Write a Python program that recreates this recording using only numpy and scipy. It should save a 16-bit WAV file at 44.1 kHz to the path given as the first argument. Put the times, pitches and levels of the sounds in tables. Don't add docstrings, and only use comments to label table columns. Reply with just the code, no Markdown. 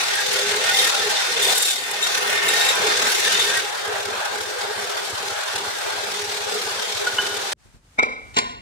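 import sys
import numpy as np
from scipy import signal
from scipy.fft import rfft, irfft, next_fast_len
from scipy.io import wavfile
from scipy.ndimage import uniform_filter1d

SR = 44100
rng = np.random.default_rng(int(sys.argv[2]) if len(sys.argv) > 2 else 0)


def unload_wav(signal):
    wavfile.write(
        sys.argv[1],
        SR,
        np.round(np.clip(np.atleast_2d(signal).T, -1, 1) * 32767).astype(np.int16),
    )


def boost(x):
    u = np.asarray(x, float) / 20
    return 10 ** u


N = 379701
T = np.arange(N) / SR
CUT_S = 7.534

# frequency [Hz], level [dB per Hz].
HUM = [(30, -40.5), (80, -38), (200, -7.5), (320, -25.5), (380, -2), (520, 2.5), (640, -46.5), (900, -11.5)]
# frequency [Hz], level [dB per Hz].
BODY = [(330, -50.5), (560, -3.5), (814, -2), (1060, -4.5), (1610, -2), (1990, -8.5), (3600, -13.5),
        (4680, -17), (7920, -120)]
# frequency [Hz], level [dB per Hz].
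SCRAPE = [(1760, -3.5), (3000, -5), (3490, -1.5), (5190, -4.5), (5840, -4.5), (8500, -13), (11000, -23.5),
          (18700, -120)]
# frequency [Hz], level [dB per Hz].
TOP = [(4120, -56), (7000, -7.5), (7710, -5), (9070, -6.5), (14900, -16.5), (16000, -22.5)]
# frequency [Hz], width [Hz], lift over the rattle [dB].
CASTING = [(412, 42, 7), (492, 32, 4), (823, 90, 3.5), (1455, 40, 4.5), (1587, 45, 4), (3150, 45, 3),
           (3570, 200, 3), (4130, 70, 2), (5850, 75, 1.5), (6890, 95, 1.5), (9320, 125, 2)]
# frequency [Hz], width [Hz], level [dB].
HUM_LINE = [(412, 26, 0), (823, 40, -9)]
# frequency [Hz], width [Hz], level [dB].
CUT_RING = [(1000, 100, -37.5), (1555, 220, -19.5), (1831, 34, 9.5), (2113, 62, 4), (2640, 370, -1.5)]
# frequency [Hz], width [Hz], level [dB].
BIT_RING = [(7680, 150, -17), (10160, 410, 4.5), (12000, 60, -18), (12900, 80, -3), (14670, 72, 7)]
# time in seconds, thrust shaking the casting in dB,
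# scrape of the edges in dB, depth ringing the upper tube modes in dB.
FEED = [(0, -28, -31.5, 2.5), (.3, -29, -30, 1.5), (.65, -27, -30, 0.5), (.8, -26.5, -27.5, 5),
        (.95, -27.5, -29.5, 0.5), (1.4, -27.5, -30, -1), (1.52, -28, -33.5, 1), (1.6, -36, -32, -26),
        (1.84, -35.5, -37, 5.5), (2.1, -29, -32, -2), (2.47, -28.5, -31.5, 6), (2.8, -25, -30, -2),
        (3.2, -27.5, -28.5, 2), (3.56, -26.5, -28, -3), (3.64, -29.5, -36, -1.5), (3.9, -30, -40, 5),
        (6.5, -30.5, -35.5, 6), (7.53, -30.5, -35, 4)]
# start in seconds, hold in seconds, scrape rise in dB,
# squeal rise in dB, pitch rise in Hz.
BITES = [
    (0.725, .12, 2.5, 1, 39),
    (1.41, 0.11, 5, 1, 0.76),
    (1.541, 0.17, 4, 9.5, 124),
    (1.746, 0.059, 1.5, 4.5, 126),
    (2.012, 0.0304, 1.5, 5.5, 104),
    (2.474, 0.23, 1.5, 6.5, 100.5),
    (3.09, .2, .5, 3, 30),
    (3.3, 0.2, 0, 1, 5.2),
]
# start in seconds, peak level in dB.
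SNAPS = [(0.1517, -16), (0.2016, -20), (0.2794, -30), (0.3293, -19), (0.5573, -20), (0.8456, -26),
         (0.8751, -17), (0.9803, -37), (1.109, -25.5), (1.342, -40), (1.4243, -11), (1.5113, -31),
         (1.578, -10), (1.6219, -10), (1.6573, -18), (1.9105, -19), (2.0284, -29), (2.378, -37),
         (2.4864, -18), (2.5962, -20), (2.649, -17.5), (2.753, -19), (3.3415, -23), (3.3918, -25),
         (3.5704, -16.5), (6.54, -25)]
# start in seconds, length in seconds, frequency in Hz, level in dB.
SINGS = [(.11, 0.13, 1834, -34), (.16, 0.14, 1625, -33), (.27, 0.31, 405, -34), (.27, 0.19, 505, -33.5),
         (0.404, 0.2, 1617, -38), (.42, .14, 1518, -31.5), (.67, 0.075, 1450, -31), (.66, .11, 1855, -30),
         (0.716, 0.06, 2100, -24), (.73, .1, 776, -33), (.81, 0.13, 1853, -29.5), (.93, 0.11, 800, -35),
         (.98, 0.22, 1840, -38), (1.0, .09, 496, -33), (1.1, 0.19, 822, -37.5), (1.34, 0.062, 448.5, -28.5),
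         (1.48, 0.097, 796, -36), (2.72, 0.098, 1015, -33), (2.802, .16, 428.5, -32.5),
         (3.21, 0.11, 1780, -34), (3.271, 0.095, 2950, -30.5), (3.421, .18, 1830, -30),
         (3.5, .11, 1595, -30), (3.859, 0.3, 407, -38), (4.31, .2, 412, -40.5), (4.64, .09, 413, -35),
         (5.93, 0.37, 413, -37.5), (6.299, 0.31, 417, -38), (1.42, 0.13, 780, -39)]
# first thump in seconds, level in dB, number of turns.
BELT = [(0.111, -42, 8), (1.519, -56, 3), (2.07, -49, 1), (2.29, -48, 1), (2.43, -48, 1), (2.665, -59, 1),
        (2.83, -44, 1), (2.979, -43.5, 4), (3.705, -41, 4), (4.413, -41, 9), (5.933, -43, 1),
        (6.231, -40.5, 2), (6.66, -42.5, 1), (6.96, -39, 3)]
# lag after the turn starts in seconds, level in dB.
BELT_LUMPS = [
    (0, -11.5),
    (0.056, -12.5),
    (0.113, -19),
]
# start in seconds, peak level in dB.
CATCHES = [(0.5348, -32), (0.7089, -26), (0.744, -20), (0.7872, -11), (0.9109, -25), (0.9878, -24),
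           (1.166, -18.5), (1.3634, -15), (1.419, -11), (1.4509, -11), (1.4826, -9.5), (1.615, -23),
           (1.645, -20), (1.6972, -21), (1.9152, -30), (2.0254, -11), (2.0908, -23), (2.3727, -17),
           (2.4833, -11.5), (2.6081, -16), (2.6465, -18), (2.6854, -10.5), (2.7217, -25), (3.145, -17),
           (3.26, -17), (3.3457, -15), (3.3946, -9.5), (3.4908, -28)]
# time in seconds, level in dB, crack in dB, free ring in seconds, damping in dB.
TAPS = [
    (7.067, -23, -8, 0.014, -12),
    (7.183, -18, -7, 0.014, -9),
    (7.276, -36, -2, .02, -6),
]
# frequency [Hz], level [dB], t60 [s].
TAP_MODES = [(824, -17, .05), (1455, 0, .11), (3025, -21, .5), (1010, -13, .04), (1628, -13, .3),
             (2120, -21, .06), (2950, -6, .035), (3025, -15, .9), (3600, -23, .06)]
# frequency [Hz], level [dB per Hz].
QUIET = [(30, 6.5), (90, -5), (200, -13.5), (600, -24), (1500, -25.5), (3500, -30.5), (8500, -32),
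         (10500, -39), (16000, -52)]
# time in seconds, level in dB.
RUSTLE = [(7.534, -94), (7.6, -61), (7.66, -58.5), (7.77, -59.5), (7.8, -64.5), (7.9, -59.5), (7.97, -57.5),
          (8.08, -65), (8.25, -52), (8.33, -56), (8.45, -60), (8.6, -63)]
# start in seconds, peak level in dB.
STEPS = [
    (7.65, -39),
    (7.735, -39),
]
# time in seconds, level in dB, crack in dB, free ring in seconds, damping in dB.
DROPS = [
    (7.987, -13.5, -9, 0.01, -10.5),
    (8.027, -19.5, -1, 0.0081, -20),
]
# time in seconds, level in dB, crack in dB, free ring in seconds,
# damping in dB.
ROLLS = [
    (8.341, -46, 3, 0.012, -2),
    (8.35, -49, 2, .01, 2),
    (8.358, -53, 0, .01, 0),
    (8.366, -18.5, -3.5, 0.009, -22.5),
    (8.376, -27, -2, .008, -9),
    (8.384, -19.5, 2, 0.0076, -19),
    (8.393, -33, -2, .008, -8),
    (8.416, -40, -11, .01, -6),
]
# frequency [Hz], t60 [s], level when dropped [dB], level
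# when rolled [dB].
TUBE = [(250, 0.18, -21.5, -12), (447, 0.49, -14, -6.5), (708, .08, -12, -6), (878, .1, -29, -16),
        (1020, 0.088, -4, -1.5), (1106, 0.41, -5, -2), (1300, 0.46, -3, -11), (1445, 0.06, -8, -5),
        (1510, .35, -9, -4), (1930, .1, -22, -8), (2106, 0.29, 2, -12), (2170, .1, -1.5, -7.5),
        (2326, 0.33, 3, -14), (2390, 0.16, -6, -5.5),
        (2650, .2, -4, -4), (2760, .08, -8, 0), (2970, .15, -20, -10), (3370, .3, -19, -3),
              (3800, .09, -15, -7), (3970, .15, -26, -9), (4270, .08, -23, -7), (4590, .14, -14, -10),
              (5100, .12, -28, -11), (6030, .1, -25, -18), (6550, .1, -32, -14), (6935, .45, -32, -12),
              (7450, .1, -30, -8), (8400, .1, -29, -18)]
# frequency [Hz], level [dB per Hz].
CRACK = [(90, -39), (200, 2.5), (700, 1), (2500, -3), (6000, -14.5), (9000, -25), (11500, -44),
         (15000, -57)]
# frequency [Hz], level [dB per Hz].
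ROLL_CRACK = [(120, -40), (400, -8.5), (1500, -1), (2300, -3), (4200, -0.5), (7500, -9), (11000, -21),
              (14500, -40)]
# start in seconds, peak level in dB, fade in seconds.
GRATES = [
    (8.04, -44, .08),
    (8.343, -42, .03),
    (8.39, -32, .06),
]
# frequency [Hz], level [dB per Hz].
GRATE = [(300, -10), (1100, -5), (1500, -10), (3100, 0), (5500, -4), (7200, -6), (8500, -14), (12000, -32)]
# frequency [Hz], left minus right [dB].
PAN = [(60, 0.5), (380, 0.5), (2380, -0.5), (4400, 2.5), (8120, 0), (15000, 1.5)]
# start in seconds, length in seconds, how fully [0-1].
OPPOSED = [(.03, .25, .8), (.62, .1, .65), (.89, .09, .9), (1.1, .18, .9), (1.7, .04, .9), (2.03, .12, .75),
           (2.3, .14, .65), (2.6, .18, .7), (3.12, .12, .75), (3.52, .09, .7), (3.66, .2, .8),
           (4.21, .1, .95), (4.45, .17, .65), (4.72, .04, .95), (4.87, .2, .7), (5.15, .05, .85),
           (5.34, .19, 1), (5.7, .23, .8), (6.8, .07, .85), (6.96, .1, .75)]
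# top of the region [Hz], turn between the channels [rad].
DROP_TURNS = [(650, 1.3), (900, 0), (1650, 2.95), (2000, -2.3), (2270, -1.7), (2550, -.3), (3550, -2.65),
              (4150, -1.1), (4750, 2.9), (5400, -.5), (6200, -2), (7900, -2.4), (23000, -1)]
# top of the region [Hz], turn between the channels [rad].
ROLL_TURNS = [(350, 1.2), (900, 2.1), (1700, 2.85), (2450, 0), (2900, -2.6), (3200, -1.9), (3550, -2.5),
              (4000, -1.6), (4550, -.9), (4750, 2.7), (6100, 1.9), (6700, 2.7), (23000, 0)]

BEAT_HZ, BEAT_DB, BEAT_SCATTER_DB = 39.4, 1.8, 1.3
HUM_DB, HUM_PER_THRUST, HUM_LINE_DB = -38, 0.84, -0.5
TOP_UNDER_DB, TOP_PER_SCRAPE, TOP_PER_BITE = -38, 0.61, 2.24
BITE_ATTACK_S, BITE_RELEASE_S = 0.014, 0.07
CUT_RING_DB, BIT_OUT_S, BIT_OUT_FADE_S = 3, 3.61, 0.22
SING_EDGE_S, SING_WAVER = 0.025, 0.012
BELT_TURN_S = 0.1812
SQUEAL_HZ, SQUEAL_DB, OVERTONE_DB, OVERTONE_PER_DB = 3612, -35, -17, 1.62
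CATCH_FADE_S = 0.016
TAP_CONTACT_S, DROP_CONTACT_S, ROLL_CONTACT_S = 0.0024, 0.0072, 0.0054
TAP_LOW_HZ = 900
SCRAPE_SHARE = 1.1
ROOM_T60_S, ROOM_DB = 0.64, -12.5
RUMBLE_DB, RUMBLE_RISE_DB_S = -59.5, 15.5
WANDER_RAD, HOLD_S, BASS_HZ = 0.95, 0.11, 540
DROP_RESET_S, ROLL_RESET_S, LOCKED = 7.96, 8.335, 0.5
STREAK_DB = 2.5


def level(x, db=0):
    return x * boost(db) / np.sqrt(np.mean(x ** 2))


def peak(x):
    return x / np.abs(x).max()


def curves(table):
    s, *columns = np.transpose(table)
    return [np.interp(T, s, c) for c in columns]


def bell(hz, centre_hz, width):
    return 1 / (1 + (2 * (hz - centre_hz) / width) ** 2)


def shape(x, db_at):
    length = x.shape[-1]
    size = next_fast_len(length)
    hz = np.arange(size // 2 + 1) * SR / size
    return level(irfft(rfft(x, size) * boost(db_at(hz)), size)[..., :length])


def colour(x, points, peaks=()):
    hz, db = np.transpose(points)

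    def db_at(at):
        slope = np.interp(np.log(at + 1), np.log(hz), db, left=-80, right=-80)
        return slope + sum(lift_db * bell(at, f, width) for f, width, lift_db in peaks)
    return shape(x, db_at)


def walk(rate, size=N):
    k = int(SR / rate)
    steps = np.repeat(rng.standard_normal(size // k + 1), k)
    return 2.1 * uniform_filter1d(uniform_filter1d(steps, k), k)[:size]


def flares(events, rise, fade):
    out, t = np.zeros(N), T[:6000]
    for s, peak_db in events:
        out[int(s * SR):][:6000] += boost(peak_db) * np.minimum(t / rise, 1) * np.exp(-t / fade)
    return out


def spindle_beat():
    turns = np.cumsum(BEAT_HZ * (1 + 0.01 * walk(6))) / SR
    size_db = BEAT_DB + BEAT_SCATTER_DB * rng.standard_normal(N // 500)
    return size_db[turns.astype(int)] * (2 * np.sin(np.pi * turns) ** 2 - 0.5)


def bites():
    start, hold, *rises = np.array(BITES).T[:, :, None]
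    attack = (T - start) / BITE_ATTACK_S
    release = 1 - (T - start - hold) / BITE_RELEASE_S
    swell = np.clip(np.minimum(attack, release), 0, 1)
    return [np.sum(rise * swell, axis=0) for rise in rises]


def cutting():
    return np.clip(1 - (T - BIT_OUT_S) / BIT_OUT_FADE_S, 0, 1)


def rattle(shake_db, feel, own_db, channels=2):
    return rng.standard_normal((channels, N)) * boost(feel * shake_db + own_db * walk(14))


def rings(grain, modes):
    return shape(grain, lambda at: 10 * np.log10(sum(boost(2 * db) * bell(at, f, w) for f, w, db in modes)))


def motor_hum(shake_db, thrust_db):
    hum_db = HUM_DB + HUM_PER_THRUST * (thrust_db - np.mean(thrust_db))
    hum = colour(rattle(shake_db, 0.24, 1.2, channels=1), HUM, CASTING)
    lines = rings(rattle(shake_db, 0.2, 1.2, channels=1), HUM_LINE)
    return boost(hum_db) * (hum + boost(HUM_LINE_DB) * lines)


def cut_ring(shake_db, thrust_db, depth_db):
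    out = np.zeros((2, N))
    for modes, db in ((CUT_RING[:2], -9.0 - 0.26 * depth_db), (CUT_RING[2:], depth_db - 6)):
        size = cutting() * boost(thrust_db + CUT_RING_DB + db + 0.5 * walk(5.03))
        out += size * rings(rattle(shake_db, 0.6, 1.3), modes)
    return out


def machine():
    thrust_db, scrape_db, depth_db = curves(FEED)
    bite_db = bites()[0]
    top_db = TOP_UNDER_DB + TOP_PER_SCRAPE * (scrape_db - np.mean(scrape_db)) + TOP_PER_BITE * bite_db
    shake_db = spindle_beat() + 0.84 * walk(110)
    body = boost(thrust_db + 1.0) * colour(rattle(shake_db, 0.29, 0.94), BODY, CASTING)
    scrape = boost(scrape_db + bite_db + 6.5) * colour(rattle(shake_db, 0.79, 0.33), SCRAPE, CASTING)
    top_size = boost(top_db) + 0.83 * flares(SNAPS, 0.0036, 0.004)
    top = top_size * colour(rattle(shake_db, 0.95, 0.2), TOP, CASTING)
    bit_size = cutting() * boost(top_db - 6.0 + 0.5 * depth_db)
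    bit = bit_size * rings(rattle(shake_db, 1.3, 2.9), BIT_RING)
    return motor_hum(shake_db, thrust_db) + body + scrape + top + cut_ring(shake_db, thrust_db, depth_db) + bit


def sings():
    out = np.zeros((2, N))
    size = int(0.36 * SR)
    t = T[:size]
    for s, length, hz, db in SINGS:
        a = int(s * SR)
        edges = np.clip(np.minimum(t, length - t) / SING_EDGE_S, 0, 1)
        swell = edges * boost(db + 3 + 2 * walk(50, size=size))
        phase = 2 * np.pi * hz * np.cumsum(1 + SING_WAVER * walk(59.7, size=size)) / SR
        drift = np.array([0.6 * walk(25, size=size) for side in "LR"])
        out[:, a:a + size] += swell * np.sin(phase + drift)
    return out


def belt():
    push = np.zeros(N)
    for start, db, turns in BELT:
        for k in range(int(round(turns))):
            for lag, lump_db in BELT_LUMPS:
                at = start + k * BELT_TURN_S + lag - 0.012
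                push[int(at * SR)] = boost(db + lump_db + 2.0 * rng.standard_normal())
    t = T[:4000]
    thud = np.sin(2 * np.pi * 100.4 * t) * t / 0.0075 * np.exp(1 - t / 0.0087)
    return 2.56 * signal.fftconvolve(push, thud)[:N]


def squeal():
    _, rise_db, rise_hz = bites()
    slip = np.array([0.55 * walk(250) + 1.3 * walk(12) for side in "LR"])
    waver = 1 + 0.0048 * walk(120) + 0.0054 * walk(5)
    phase = 2 * np.pi * np.cumsum((SQUEAL_HZ + rise_hz) * waver) / SR + slip
    overtones = np.sin(2 * phase) + boost(-8.0) * np.sin(3 * phase)
    tone = np.sin(phase) + boost(OVERTONE_DB + OVERTONE_PER_DB * rise_db) * overtones
    steady = boost(SQUEAL_DB + rise_db + 0.57 * walk(49)) * cutting()
    return tone * (steady + 0.78 * flares(CATCHES, 0.0037, CATCH_FADE_S))


def ring(x, hz, t60):
    pole = np.exp(2j * np.pi * hz / SR - np.log(1000) / (t60 * SR))
    return signal.lfilter([1], [1, -pole], x).imag


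def strike(hits, modes, contact, crack_colour=CRACK):
    out = np.zeros(N)
    for s, db, crack_db, free, damped_db in hits:
        a = int((s - 0.01) * SR)
        t = T[a:] - s - contact
        touch = np.exp(-np.where(t < 0, (t / contact) ** 2, t / (0.18 * contact)))
        push = rng.standard_normal(N - a) * touch
        scrape = SCRAPE_SHARE * np.sqrt(contact * SR) / 4 * push
        body = 0
        for f, mode_db, t60 in modes:
            drive = touch * np.cos(2 * np.pi * (f * t + rng.random())) + scrape
            settled = np.clip((t - free * min(1, 3100 / f) ** 3) / 0.012, 0, 1)
            damp_db = damped_db * settled * max(1, f / 3100) ** 0.5
            waver_db = 2.5 * walk(56, size=N - a)
            body = body + boost(mode_db + damp_db + waver_db) * peak(ring(drive, f, t60))
        crack = colour(push, crack_colour)
        out[a:] += 4.15 * boost(db) * (peak(body) + boost(crack_db) * peak(crack))
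    return out


def taps():
    dull = strike(TAPS[:1], TAP_MODES[:3], 2.2 * TAP_CONTACT_S)
    bright = strike(TAPS[1:], TAP_MODES, TAP_CONTACT_S)
    return signal.lfilter(*signal.butter(2, TAP_LOW_HZ, "high", fs=SR), dull + bright)


def room(x):
    t = T[:SR]
    tail = rng.standard_normal(SR) * boost(-60 * t / ROOM_T60_S) * np.clip(t / 0.032, 0, 1)
    dull = signal.lfilter(*signal.butter(2, 4000, fs=SR), tail)
    tail = dull + (tail - dull) * boost(-60 * t / 0.34)
    return x + boost(ROOM_DB) * signal.fftconvolve(x, tail / np.sqrt(np.sum(tail ** 2)))[:N]


def handling():
    since = np.maximum(T - CUT_S, 0)
    rustle = colour(rng.standard_normal((2, N)), QUIET[3:]) * boost(curves(RUSTLE)[0] + 1.0 * walk(30))
    rumble_size = boost(RUMBLE_DB + RUMBLE_RISE_DB_S * since) + flares(STEPS, 0.013, 0.017)
    rumble = colour(rng.standard_normal(N), QUIET[:4]) * rumble_size
    grate_size = sum(boost(db) * (T > s) * np.exp(-np.maximum(T - s, 0) / fade) for s, db, fade in GRATES)
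    grate = colour(rng.standard_normal(N), GRATE) * grate_size * boost(1.9 * walk(70))
    return rustle + rumble + grate


def tube_on_floor():
    tube = np.array(TUBE)
    dropped = strike(DROPS, tube[:, [0, 2, 1]], DROP_CONTACT_S)
    rolled = strike(ROLLS, tube[:, [0, 3, 1]], ROLL_CONTACT_S, ROLL_CRACK)
    return dropped + rolled


def scene():
    press = machine() + sings() + belt() + squeal() + room(taps())
    floor = handling() + room(tube_on_floor())
    return press * np.clip((CUT_S - T) / 0.0015, 0, 1) + floor * (T >= CUT_S)


def channel_turn(f, t, loose):
    bass = WANDER_RAD * rng.uniform(-1.7, 1.7, 200)[(t / HOLD_S).astype(int)]
    for first, length, share in OPPOSED:
        bass = np.where((t >= first) & (t < first + length), np.pi * share, bass)
    turn = np.where(f < BASS_HZ, bass, 0)
    for first, regions in ((DROP_RESET_S, DROP_TURNS), (ROLL_RESET_S, ROLL_TURNS)):
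        tops, turns = np.transpose(regions)
        turn = np.where(t >= first, turns[np.searchsorted(tops, f)], turn)
    jitter = uniform_filter1d(rng.standard_normal(turn.shape), 3) * np.sqrt(3)
    hold = np.where(t >= DROP_RESET_S, LOCKED, 1)
    return turn + loose * hold * np.clip(f / BASS_HZ, 0.5, 1) * jitter


def speed_change(x, start, loose=0.54):
    f, t, frames = signal.stft(x, SR, nperseg=1024, noverlap=768)
    f, t = f[:, None], t + start
    turn = channel_turn(f, t, loose)
    sides = np.array([0.5, -0.5])[:, None, None]
    streaks = uniform_filter1d(rng.standard_normal(turn.shape), size=12)
    streaks = np.sqrt(24) * uniform_filter1d(streaks, size=2, axis=0)
    streaks_db = STREAK_DB * (t < TAPS[0][0]) * streaks
    gain = boost(sides * np.interp(f, *np.transpose(PAN)) + streaks_db)
    turned = frames * gain * np.exp(1j * sides * turn)
    return signal.istft(turned, SR, nperseg=1024, noverlap=768)[1][:, :x.shape[1]]


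def roll_off(x):
    return signal.sosfilt(signal.butter(12, 16720, fs=SR, output="sos"), x)


def record(dry):
    dry = signal.lfilter(*signal.butter(2, 55, "high", fs=SR), dry)
    dry = signal.sosfilt(signal.ellip(8, 0.2, 60, 15600, fs=SR, output="sos"), dry)
    cut = int(CUT_S * SR)
    wide = np.hstack([speed_change(dry[:, :cut], 0), speed_change(dry[:, cut:], CUT_S)])
    return roll_off(wide)


dry = scene()
out = record(dry)
unload_wav(out)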